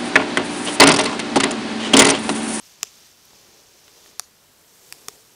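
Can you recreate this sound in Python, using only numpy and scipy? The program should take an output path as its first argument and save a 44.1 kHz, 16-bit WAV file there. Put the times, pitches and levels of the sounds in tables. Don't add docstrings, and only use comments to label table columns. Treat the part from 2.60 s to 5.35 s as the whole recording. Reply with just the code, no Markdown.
import sys
import numpy as np
from scipy import signal
from scipy.fft import rfft, irfft
from scipy.io import wavfile

SR = 44100
rng = np.random.default_rng(int(sys.argv[2]) if len(sys.argv) > 2 else 0)


def store_pcm(level_fs):
    pcm = np.round(np.clip(level_fs, -1, 1) * 32767).astype(np.int16)
    wavfile.write(sys.argv[1], SR, np.atleast_2d(pcm).T)


def level_to_linear(level):
    exponent = np.asarray(level, float) / 20
    return 10 ** exponent


N = 121275


def rms_one(x):
    return x / np.sqrt(np.mean(x ** 2) + 1e-20)


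def at_hz(points, hz):
    point_hz, point_db = np.transpose(points)
    return np.interp(np.log(hz), np.log(point_hz), point_db)


def drift(rate_hz):
    hop = 40
    pole = np.exp(-2 * np.pi * rate_hz * hop / SR)
    noise = rng.standard_normal(N // hop + 2002)
    slow = signal.lfilter([1], [1, -2 * pole, pole * pole], noise)[2000:]
    return np.interp(np.arange(N) / hop, np.arange(len(slow)), rms_one(slow))


def ring(clicks, hz, t60):
    radius = level_to_linear(-60 / (t60 * SR))
    angle = 2 * np.pi * hz / SR
    poles = [1, -2 * radius * np.cos(angle), radius * radius]
    return signal.lfilter([np.sin(angle)], poles, clicks + 1e-18)


def coloured(spectrum):
    hz = np.maximum(np.arange(N // 2 + 1) * SR / N, 1)
    shaped = rfft(rng.standard_normal(N)) * level_to_linear(at_hz(spectrum, hz))
    return rms_one(irfft(shaped, N))


# t/s, crackle level/dB, level of its treble/dB, panel rustle level/dB before its drift
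PULL = [(0, -53, -2.5, -85), (.08, -49.5, 0, -89), (.18, -54, -4, -70), (.32, -51, -1, -66.5),
        (.48, -51.5, -1, -70), (.56, -57.5, -1, -74), (.74, -52, -3, -60.5), (.95, -54, -3.5, -58),
        (1.15, -55.5, -1.5, -64), (1.33, -53.5, -2, -61), (1.47, -50.5, -1, -58), (1.58, -57, -3, -66),
        (1.68, -63, 3, -70.5), (1.95, -63.5, 6, -70), (2.15, -58, 6, -65), (2.3, -52.5, 4.5, -57.5),
        (2.45, -54.5, 4.5, -57.5), (2.56, -54.5, 5, -59), (2.64, -58, 4, -70.5), (2.75, -57.5, 3.5, -62)]
# f/Hz, relative level/dB per Hz
GLUE_COLOUR = [(900, -17), (2000, -11.5), (3300, -6.5), (4300, -6.5), (5000, -3.5), (5700, -0.5),
               (6600, -3.5), (7200, -7.5), (8900, -8), (9400, -16), (12000, -12), (15500, -16.5)]
# f/Hz, relative level/dB per Hz
PANEL_COLOUR = [(60, -29), (150, -7), (300, -6), (360, 0.5), (450, 2), (530, -5), (1000, -10),
                (1600, -28.5)]


def peel():
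    t, *columns = np.transpose(PULL)
    crackle_db, treble_db, rustle_db = [np.interp(np.arange(N) / SR, t, c) for c in columns]
    size_db = 1.8 * np.minimum(rng.exponential(1, N), 5)
    sizes = level_to_linear(size_db) * rng.choice([-1, 1], N)
    slips_per_s = 20000 * level_to_linear(0.8 * drift(25))
    slips = sizes * (rng.random(N) < slips_per_s / SR)

    pitches = np.geomspace(900, 15500, 56)
    dealt = rng.integers(0, len(pitches), N)
    rings = []
    for k, hz in enumerate(pitches):
        tiny = ring(slips * (dealt == k), hz, 22 / hz)
        rings.append(level_to_linear(at_hz(GLUE_COLOUR, hz)) * hz * tiny)
    rings = np.array(rings) / np.std(np.sum(rings, axis=0))

    top = pitches > 9200
    treble = (pitches > 7000) & ~top
    crackle = rings[~treble & ~top].sum(axis=0)
    crackle = crackle + level_to_linear(treble_db) * rings[treble].sum(axis=0)
    crackle = crackle + level_to_linear(1.1 * treble_db) * rings[top].sum(axis=0)
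    rustle = level_to_linear(rustle_db + 1.3 * drift(19)) * coloured(PANEL_COLOUR)
    return level_to_linear(crackle_db) * crackle + rustle


# delay t/s, level/dB before the band filter, smear t/s
NEAR_SURFACES = [(.0015, -17, .002), (.0087, -22, .0007), (.0172, -28, .002), (.0235, -31, .003)]


def workshop(tape):
    t = np.arange(SR // 2) / SR
    tail_start_s, tail_t60_s, tail_db = 0.023, 0.16, -22
    tail = level_to_linear(-60 * t / tail_t60_s) * np.clip(t / tail_start_s - 1, 0, 1)
    shape = level_to_linear(tail_db) * tail / np.sqrt(np.sum(tail ** 2))
    for delay, db, smear in NEAR_SURFACES:
        puff = (t >= delay) * np.exp(-np.maximum(t - delay, 0) / smear)
        shape = shape + level_to_linear(db) * puff / np.sqrt(np.sum(puff ** 2))
    mid, side = rng.standard_normal((2, len(t))) * shape
    side = 0.022 * side
    band = signal.butter(1, (1800, 8400), "band", fs=SR, output="sos")
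    reply = signal.sosfilt(band, [mid + side, mid - side])
    return signal.fftconvolve(tape[None], reply, axes=1)[:, :N]


def near_reflection(tape):
    lag_s = 0.00013
    late = np.interp(np.arange(N) - lag_s * SR, np.arange(N), tape)
    return level_to_linear(-29) * late * [[1], [-1]]


# f/Hz, relative level/dB per Hz
ROOM_TONE = [(20, -17), (40, -5.5), (90, -1), (300, -4), (1100, -6.5), (2300, -10), (5000, -9.5),
             (9000, -15.5), (13000, -13.5), (16000, -20.5)]
# f/Hz, level/dB (only its shape counts)
SIDE_TILT = [(40, -18), (200, -21), (500, -19.5), (1000, -23.5), (4000, -23.5), (8000, -16), (12000, -13),
             (16000, -7.5)]


def air():
    mid = level_to_linear(-56.5) * coloured(ROOM_TONE)
    side_colour = [(hz, db + at_hz(ROOM_TONE, hz)) for hz, db in SIDE_TILT]
    side = level_to_linear(-69) * coloured(side_colour)
    return mid + side * [[1], [-1]]


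# t/s, starting level/dB, f/Hz, cycles of ring until 60 dB down
TICK_RINGS = [(0.2110, -32, 2900, 3.8), (0.2283, -35, 2310, 9.2), (0.655, -31, 12800, 11),
              (0.733, -40, 900, 5.5), (0.7665, -40, 6000, 5), (0.8143, -33, 7000, 4),
              (1.2803, -29, 3000, 3), (1.2817, -36, 1900, 4.6), (1.2826, -43, 4200, 4),
              (1.4605, -29, 3500, 2.9), (1.462, -37, 1700, 4.5), (1.491, -34, 5400, 3),
              (1.5135, -35, 4500, 3), (2.4934, -33, 6300, 7)]


def ticks():
    out = 0
    for t, db, hz, cycles in TICK_RINGS:
        click = np.zeros(N)
        click[int(t * SR)] = level_to_linear(db)
        out = out + ring(click, hz, cycles / hz)
    return out


# main slip t/s, share of the lead-in slip (minus: pulls the other way),
# gap to the second slip t/ms, share of the second slip
SNAP_SLIPS = [(0.2307, .12, .97, .25), (1.5959, -.3, .87, .25), (2.3246, -.05, .365, .7),
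              (2.4841, -.1, .9, .9)]
# level/dB added in each mode group, low to high
SNAP_STRENGTHS = [(-3.5, -5, -12, -6, -4, -9, -3.5, -11), (-9, -17, -7, -9, -14, -9.5, -9, -10),
                  (-15, -28, -24, -11.5, -19, -20, -22.5, -20), (-12, -1, -9, -12, -16, -19, -17.5, -17.5)]
MODE_GROUP_EDGES = [300, 550, 1000, 2100, 4000, 5300, 7500]
# pitch factor from the tape's tension, left minus right level/dB
SNAP_PLACES = [(1.06, 0.1), (1.0, 0.1), (1.01, -1.0), (1.06, 0.1)]
# f/Hz, base level/dB, t60 t/s
TAPE_MODES = [(112, -33.5, 0.017), (430, -31, .05), (715, -22, 0.022), (1194, -15.5, 0.0093),
              (1700, -15, 0.0087), (2630, -11, 0.0068), (3600, -12, 0.008), (4620, 0, 0.0029),
              (5690, 3.5, 0.0021), (6930, 0, 0.0023), (8190, -2, 0.0032), (10160, -2, 0.002),
              (11440, -2, 0.0014), (14500, -6, 0.001)]


def snaps():
    out = 0
    chance_db = rng.standard_normal((len(SNAP_SLIPS), len(TAPE_MODES)))
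    rows = zip(SNAP_SLIPS, SNAP_STRENGTHS, SNAP_PLACES, chance_db)
    for (t, lead, gap_ms, second), strengths, (tension, pan_db), luck_db in rows:
        clicks = np.zeros(N)
        slip_s = np.array([t - 0.00038, t, t + gap_ms / 1000])
        clicks[(slip_s * SR).astype(int)] = lead, 1, second
        snap = 0
        for k, (hz, mode_db, t60) in enumerate(TAPE_MODES):
            db = mode_db + strengths[np.searchsorted(MODE_GROUP_EDGES, hz)] + luck_db[k]
            pitch = hz * tension if hz > 4000 else hz
            snap = snap + (-1) ** k * level_to_linear(db) * ring(clicks, pitch, t60)
        out = out + snap * level_to_linear([[pan_db / 2], [-pan_db / 2]])
    return out


def scene():
    placed = peel() + ticks() + snaps()
    tape = placed.mean(axis=0)
    return placed + workshop(tape) + near_reflection(tape) + air()


def top_cut(x):
    return signal.sosfilt(signal.butter(12, 17140, fs=SR, output="sos"), x)


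def record(dry):
    low_pass = signal.ellip(10, .3, 70, 15650, fs=SR, output="sos")
    mix = signal.sosfilt(low_pass, dry)
    return top_cut(mix)


dry = scene()
out = record(dry)
store_pcm(out)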